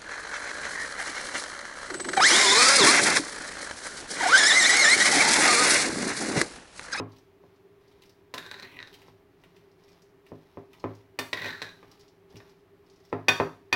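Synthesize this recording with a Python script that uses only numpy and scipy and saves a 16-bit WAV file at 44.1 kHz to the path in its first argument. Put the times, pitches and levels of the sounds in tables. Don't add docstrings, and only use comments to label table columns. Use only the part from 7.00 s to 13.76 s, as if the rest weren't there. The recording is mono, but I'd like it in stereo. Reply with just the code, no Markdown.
import sys
import numpy as np
from scipy import signal
from scipy.fft import rfft, irfft
from scipy.io import wavfile
from scipy.ndimage import uniform_filter1d

SR = 44100
rng = np.random.default_rng(int(sys.argv[2]) if len(sys.argv) > 2 else 0)


def inscribe(sig):
    pcm = np.round(np.clip(np.atleast_2d(sig).T, -1, 1) * 32767)
    wavfile.write(sys.argv[1], SR, pcm.astype(np.int16))


N = 298071
TIME = np.arange(N) / SR


def amp(db):
    return 10 ** (np.asarray(db) / 20)


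def unit(x):
    return x / np.sqrt(np.mean(x ** 2) + 1e-20)


def read(points, hz):
    f, value = np.transpose(points)
    return np.interp(np.log(hz + 1), np.log(f + 1), value)


def add(mix, s, sound):
    part = mix[max(round(s * SR), 0):][:len(sound)]
    part += sound[:len(part)]


def convolve(x, response):
    return signal.fftconvolve(x, response)[:N]


def lowpass(x, order, hz):
    return signal.lfilter(*signal.butter(order, hz, fs=SR), x)


def causal(points, size=4096):
    log_gain = np.log(amp(read(points, abs(np.fft.fftfreq(size, 1 / SR)))))
    return np.fft.ifft(np.exp(np.conj(signal.hilbert(log_gain)))).real


def resonate(x, hz, width_hz):
    turn = np.exp(2j * np.pi * np.cumsum(hz * np.ones(len(x))) / SR)
    r = np.exp(-np.pi * width_hz / SR)
    smoothed = signal.lfilter([1 - r], [1, -r], x / turn + 1e-18)
    return 2 * (turn * smoothed).real


def resonate_twice(x, hz, width_hz):
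    return resonate(resonate(x, hz, width_hz), hz, width_hz)


def ring(modes):
    t = TIME[:SR // 2]
    y = np.zeros(len(t))
    for k, (hz, db, t60) in enumerate(modes):
        y += (-1) ** k * amp(db - 60 * t / t60) * np.sin(2 * np.pi * hz * t)
    return y / np.linalg.norm(y)


def clicks(per_s, spread_db):
    size = amp(spread_db * np.minimum(rng.exponential(1, N), 4))
    happens = rng.random(N) < per_s / SR
    return unit(size * rng.choice([-1, 1], N) * happens)


def gesture(start, length, attack_s, release_s):
    t = TIME - start
    return np.clip(t / attack_s, 0, 1) * np.exp(-np.maximum(t - length, 0) / release_s)


# (frequency [Hz], gain [dB])
BOWL_KNOCK = [(50, -34), (110, -12), (200, -16), (420, 6.5), (700, -2), (1100, 1.5), (2000, -5), (4200, -2),
              (6000, -5.5), (8500, -9.5), (12000, -2), (16000, 4)]
# (frequency [Hz], relative level [dB], t60 [s])
DEEP_MODES = [(106.3, -1.5, 0.34), (159.3, -6.5, 0.31), (263.1, 2.5, 0.23), (313, -4.5, 0.2),
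              (401.3, 8, 0.14), (560, -10, 0.14), (722, 4, 0.09), (999, -1.5, 0.077)]
# (frequency [Hz], relative level [dB], t60 [s])
GLASS_MODES = [(502, -27.5, 0.31), (745.4, -6, 0.053), (944.4, -11.5, 0.37), (1120, -13, 0.42),
               (1246, -12.5, .2), (1484, 2, 0.03), (1810, -5.5, 0.087), (1620, -22.5, 0.088),
               (1827, -8, 0.1), (2230, -12.5, 0.067), (2483, 7, 0.061), (3260, -12.5, 0.082),
               (3462, -9.5, 0.08), (3600, -4, 0.14), (4590, 3, 0.039), (5650, -3, 0.044), (5940, 1.5, 0.02)]


def bowl(drag_glass_db=-17, drag_spoon_db=2.0, drag_body_db=-6.0, deep_db=-14, drag_deep_db=-17, low_cut_hz=85):
    body, glass, spoon = blows()
    friction = scrape()
    sound = convolve(body + amp(drag_body_db) * friction, causal(BOWL_KNOCK))
    sound += convolve(amp(deep_db) * body + amp(drag_deep_db) * friction, ring(DEEP_MODES))
    sound += convolve(glass + amp(drag_glass_db) * friction, ring(GLASS_MODES))
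    sound += spoon_ring(spoon + amp(drag_spoon_db) * friction) + squeal()
    return signal.sosfilt(signal.butter(3, low_cut_hz, "high", fs=SR, output="sos"), sound)


def blows():
    body, glass, spoon = np.zeros((3, N))
    for s, db, contact_hz, glass_db, spoon_db in contacts():
        push = amp(db) * lowpass(signal.unit_impulse(2048), 2, contact_hz)
        add(body, s, signal.fftconvolve(push, knock(contact_hz)))
        add(glass, s, push * amp(glass_db))
        add(spoon, s, push * amp(spoon_db))
    return body, glass, spoon


# (time [s], strength [dB], contact bandwidth [Hz])
DOUGH_THUDS = [(0.0, 14, 860), (0.438, -10, 700), (2.083, -10.5, 1170), (3.3188, 8, 468), (3.5724, 8, 594),
               (3.8414, 16, 864), (4.829, -10, 1930), (5.343, 7.5, 156), (5.36, 1, 220),
               (6.1281, 17.5, 990), (6.4004, 22.5, 1350)]
THUD_GLASS_DB, THUD_SPOON_DB = -22.5, -19.5
# (time [s], strength [dB], contact bandwidth [Hz], spoon ring [dB])
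EDGE_CATCHES = [(1.379, -19, 8400, 12.5), (1.3819, -5.5, 8400, 4), (1.427, -19, 3000, 7),
                (1.464, -16.5, 8350, 1.5), (1.5141, -14, 8200, 9.5), (1.543, -21, 5060, 10.5),
                (1.5984, -15, 7400, 3.5), (1.79, -19.5, 4030, 17.5), (1.803, -24.5, 3530, 16),
                (1.8278, -22, 4570, 15.5), (1.874, -20.5, 6940, 2), (4.4592, 0, 4940, -4),
                (5.403, -13, 2080, -4.5)]
CATCH_GLASS_DB = -17
# (time [s], strength [dB], contact bandwidth [Hz], glass ring [dB], spoon ring [dB], bounce delay [s])
GLASS_CLINKS = [(1.3399, 2, 6800, -41, -9.5, 0.0041), (4.1895, 8.5, 7950, -9.5, -17, 0.0034),
                (4.3307, 6, 5170, -18, 1.5, 0.0031), (4.6187, 1, 5150, -26, -2, 0.0065),
                (6.284, 16.5, 5880, -1, -6.5, .008), (6.7274, 12.5, 5200, -3, -3.5, 0.0028)]
BOUNCE_DB, BOUNCE_SPOON_DB = -9.5, 8.5


def contacts():
    for s, db, hz in DOUGH_THUDS:
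        yield s, db, hz, THUD_GLASS_DB, THUD_SPOON_DB
    for s, db, hz, spoon_db in EDGE_CATCHES:
        yield s, db, hz, CATCH_GLASS_DB, spoon_db
    for s, db, hz, glass_db, spoon_db, bounce_s in GLASS_CLINKS:
        yield s, db, hz, glass_db, spoon_db
        yield s + bounce_s, db + BOUNCE_DB, hz, glass_db, spoon_db + BOUNCE_SPOON_DB


def knock(contact_hz, rattle_db=0, soft_db=-4, rattle_s=0.01, rise_s=0.00087, pulse_hz=2400):
    t = TIME[:SR // 10]
    pulse = lowpass(signal.unit_impulse(len(t)), 2, pulse_hz)
    crowd = rng.standard_normal(len(t)) * np.exp(-t / rattle_s) * np.minimum(t / rise_s, 1)
    crowd = signal.lfilter(*signal.butter(1, 900, "high", fs=SR), crowd / np.linalg.norm(crowd))
    octaves_softer = max(np.log2(pulse_hz / contact_hz), 0)
    return pulse + amp(rattle_db + soft_db * octaves_softer) * crowd


# (start [s], length [s], friction force [dB], change of force by the end [dB], squeal against force [dB])
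WALL_SCRAPES = [(1.42, 0.17, -46.5, 3.5, -25), (1.621, 0.159, -40, -2, -20.5),
                (1.777, 0.28, -57.5, -9, -10), (4.367, 0.14, -29, -1.5, -6.5), (4.524, 0.17, -41, -2, -3.5)]


def scrape(slips_per_s=2500, spread_db=3, judder_db=2.5, bright_hz=2800, lump_hz=170, lump_db=3):
    judder = unit(uniform_filter1d(rng.standard_normal(N), size=400))
    slips = unit(clicks(slips_per_s, spread_db) * amp(judder_db * judder))
    force = sum(grip(*stroke) for *stroke, _ in WALL_SCRAPES)
    lumps = amp(lump_db) * lowpass(slips, 1, lump_hz)
    return (lowpass(slips, 1, bright_hz) + lumps) * force


def squeal(width_hz=200):
    first, _ = bend_hz()
    tone = unit(resonate_twice(rng.standard_normal(N), first, width_hz))
    return tone * sum(amp(squeal_db) * grip(*stroke) for *stroke, squeal_db in WALL_SCRAPES)


def grip(start, length, db, change_db, attack_s=0.006, release_s=0.011, chatter_hz=43.1, chatter_db=2.5):
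    t = np.clip(TIME - start, 0, length)
    force_db = db + change_db * t / length + chatter_db * np.sin(2 * np.pi * chatter_hz * t)
    return amp(force_db) * gesture(start, length, attack_s, release_s)


TWIST_HZ, HANDLE_HZ = 2800, 1610
PRESSED_HZ, DAMP_DB_PER_HZ = 1836, 0.16


def spoon_ring(force, first_db=9, second_db=11.5, third_db=1, width_hz=170, second_width_hz=300,
               first_damping=0.28, twist_db=1, twist_width_hz=1000, handle_db=7):
    first, second = bend_hz()
    damped_db = DAMP_DB_PER_HZ * np.maximum(first - PRESSED_HZ, 0)
    bending = amp(first_db - first_damping * damped_db) * resonate(force, first, width_hz)
    bending += amp(second_db - damped_db) * resonate(force, second, second_width_hz)
    handle = amp(handle_db - damped_db) * resonate(force, HANDLE_HZ, width_hz)
    twist = amp(third_db - damped_db) * resonate(force, TWIST_HZ, width_hz)
    rasp = amp(twist_db) * (1 - amp(-damped_db)) * resonate(force, TWIST_HZ, twist_width_hz)
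    return bending + handle - twist - rasp


# (time [s], first mode [Hz], second mode [Hz])
FIRST_SWEEP = [(1.34, 1650, 3850), (1.39, 1590, 3680), (1.52, 1600, 3870), (1.6, 1750, 4030),
               (1.72, 2080, 4150), (1.83, 1760, 3850)]
# (time [s], first mode [Hz], second mode [Hz])
SECOND_SWEEP = [(4.33, 1860, 3760), (4.48, 1860, 3900), (4.57, 1680, 4000), (4.7, 1610, 3900)]
# (time [s], first mode [Hz], second mode [Hz])
FREE_SPOON = [(6.28, 1850, 3400)]


def bend_hz():
    s, *columns = np.transpose(FIRST_SWEEP + SECOND_SWEEP + FREE_SPOON)
    return [np.interp(TIME, s, c) for c in columns]


# (frequency [Hz], gain [dB])
CRACKLE_COLOUR = [(300, 8.5), (900, 11.5), (2500, 3), (4000, 6), (5700, 0.5), (8000, -11.5), (12000, -7.5),
                  (16000, -12.5)]
# (time [s], level before the smack trim [dB], pitch [Hz])
LOUD_TEARS = [(0.164, -57.5, 3970), (0.184, -60, 5400), (0.915, -62.5, 3340), (1.0201, -52, 3740),
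              (1.036, -57, 2620), (1.0575, -60, 4860), (1.094, -55.5, 4660), (1.929, -52, 3740),
              (1.941, -48, 3770), (2.0177, -54, 2390), (2.4377, -53, 2120), (2.565, -57, 2780),
              (2.8805, -59.5, 2680), (3.02, -58, 5500), (3.265, -55, 2300), (3.7319, -51, 2630),
              (3.949, -57.5, 5400), (4.9137, -51.5, 4860), (4.995, -56, 4700), (5.3565, -51, 2710),
              (6.051, -59.5, 4970)]


def dough(crackle_db=-2.5, smack_db=-10, smack_width_hz=2600, snap_db=-15, smack_s=0.012,
          tears_db=-7, tears_hz=4800, tears_width_hz=2200):
    bursts = clicks(per_s=4700, spread_db=1.5)
    t = TIME[:SR // 8]
    fade = np.exp(-t / smack_s)
    crackle = unit(convolve(clicks(per_s=1600, spread_db=3.0), causal(CRACKLE_COLOUR)))
    tears = bursts * convolve(abs(clicks(per_s=7.3, spread_db=5.5)), fade)
    tears = unit(resonate_twice(tears, tears_hz, tears_width_hz))
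    out = effort() * (amp(crackle_db) * crackle + amp(tears_db) * tears)
    for s, db, hz in LOUD_TEARS:
        tear = bursts[round(s * SR):][:len(t)] * fade
        pocket = resonate_twice(tear, hz, smack_width_hz) + amp(snap_db) * tear
        add(out, s, amp(db + smack_db) * unit(pocket))
    return out


# (start [s], length [s], effort [dB])
KNEADING_STROKES = [(0.073, 0.1, -61), (0.41, 0.14, -72), (0.796, .28, -68), (1.78, 0.31, -58.5),
                    (2.373, 0.27, -67.5), (2.78, 0.22, -63.5), (3.247, 0.36, -65.5), (3.698, 0.31, -62),
                    (4.68, 0.36, -61), (5.283, 0.23, -60), (5.838, 0.43, -68.5), (6.513, 0.038, -63.5)]


def effort(attack_s=0.022, release_s=0.019, rest_db=-76):
    strokes = sum(amp(db) * gesture(s, length, attack_s, release_s) for s, length, db in KNEADING_STROKES)
    return amp(rest_db) + strokes


# (frequency [Hz], gain [dB])
LEFT_SHADE = [(60, 3.5), (250, -6), (500, -3.5), (1000, -3), (2000, -5.5), (4000, -17), (8000, -14.5),
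              (15000, -9.5)]
# (frequency [Hz], phase lag [rad])
LEFT_LAG = [(100, .1), (450, .3), (600, 1.5), (750, 5), (900, 6.3), (1150, 8.2), (1750, 9.7), (1950, 12.4)]


def ports(x, detour_s=0.000456, shadow_hz=2800):
    hz = np.fft.rfftfreq(2 * N, 1 / SR)
    knots = np.linspace(0, SR / 2, num=60)
    delay = detour_s * np.interp(hz, knots, 2 * rng.random(len(knots))) * (hz > shadow_hz)
    lag = read(LEFT_LAG, hz) + 2 * np.pi * np.cumsum(delay) * hz[1]
    left = irfft(rfft(x, 2 * N) * amp(read(LEFT_SHADE, hz)) * np.exp(-1j * lag))[:N]
    return np.array([left, x])


def kitchen(x, count=3):
    turn = 2 * np.pi * TIME
    out = np.zeros((2, N))
    for k in range(count):
        share = np.sqrt(2 / count) * np.cos(turn + np.pi * k / count)
        out += np.array([convolve(x * share, side) for side in room_tail()])
    return out


# (frequency [Hz], t60 [s])
ROOM_DECAY = [(100, 0.55), (300, 0.31), (900, 0.29), (2500, 0.29), (5000, 0.4), (12000, 0.49)]
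# (frequency [Hz], gain [dB])
ROOM_COLOUR = [(60, -8), (250, -7), (700, -0.5), (2000, -0.5), (5000, -8), (12000, -7)]


def room_tail(first_s=0.0009, left_db=-4):
    taps = rng.choice([-1., 1.], (2, SR)) * (rng.random((2, SR)) < 3000 / SR)
    hz, t, z = signal.stft(taps * (TIME[:SR] > first_s), SR, nperseg=256)
    decay = amp(-60 * t / read(ROOM_DECAY, hz)[:, None])
    tail = signal.istft(z * decay, SR, nperseg=256)[1]
    return diffuse(tail / np.linalg.norm(tail[1]), ROOM_COLOUR, left_db)[:, :SR * 3 // 4]


# (frequency [Hz], correlation [-1 to 1])
PORT_LIKENESS = [(50, 0.78), (300, 1), (550, 0), (900, 0), (16000, 0.063)]


def diffuse(pair, colour, left_db):
    z, hz = rfft(pair), np.fft.rfftfreq(pair.shape[1], 1 / SR)
    same = np.clip(read(PORT_LIKENESS, hz), -1, 1)
    left = amp(left_db) * (same * z[1] + np.sqrt(1 - same ** 2) * z[0])
    return irfft(np.array([left, z[1]]) * amp(read(colour, hz)), pair.shape[1])


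# (frequency [Hz], relative density [dB])
AIR_COLOUR = [(15, -45.5), (25, -18.5), (102, -15), (134, -25), (166, -7), (242, -31), (394, -8),
              (427, -19.5), (1160, -21.5), (1440, -26), (1740, -24.5), (2480, -28.5), (8000, -46.5),
              (16000, -42.5)]
# (frequency [Hz], width, doubled for each of two resonances [Hz], right level [dB])
HUM_BANDS = [(102, 22, -69), (173, 13.8, -72), (282, 32, -68), (396.1, 16.7, -59.5), (651, 24, -75.5),
             (828.5, 15, -80.5)]


def background(air_db=-62.5, hum_left_db=-5.5):
    air = amp(air_db) * unit(diffuse(rng.standard_normal((2, N)), AIR_COLOUR, left_db=-2.5))
    hum = np.zeros(N)
    for hz, width, db in HUM_BANDS:
        hum += amp(db) * unit(resonate_twice(rng.standard_normal(N), hz, 2 * width))
    return air + hum * amp([[hum_left_db], [0]])


def scene():
    source = bowl() + dough()
    return ports(source) + kitchen(source) + background()


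def record(dry, edge_hz=16000):
    edge = signal.firwin(511, edge_hz, window=("kaiser", 9), fs=SR)
    return signal.oaconvolve(np.clip(dry, -1, 1), edge[None], "same")


dry = scene()
out = record(dry)
inscribe(out)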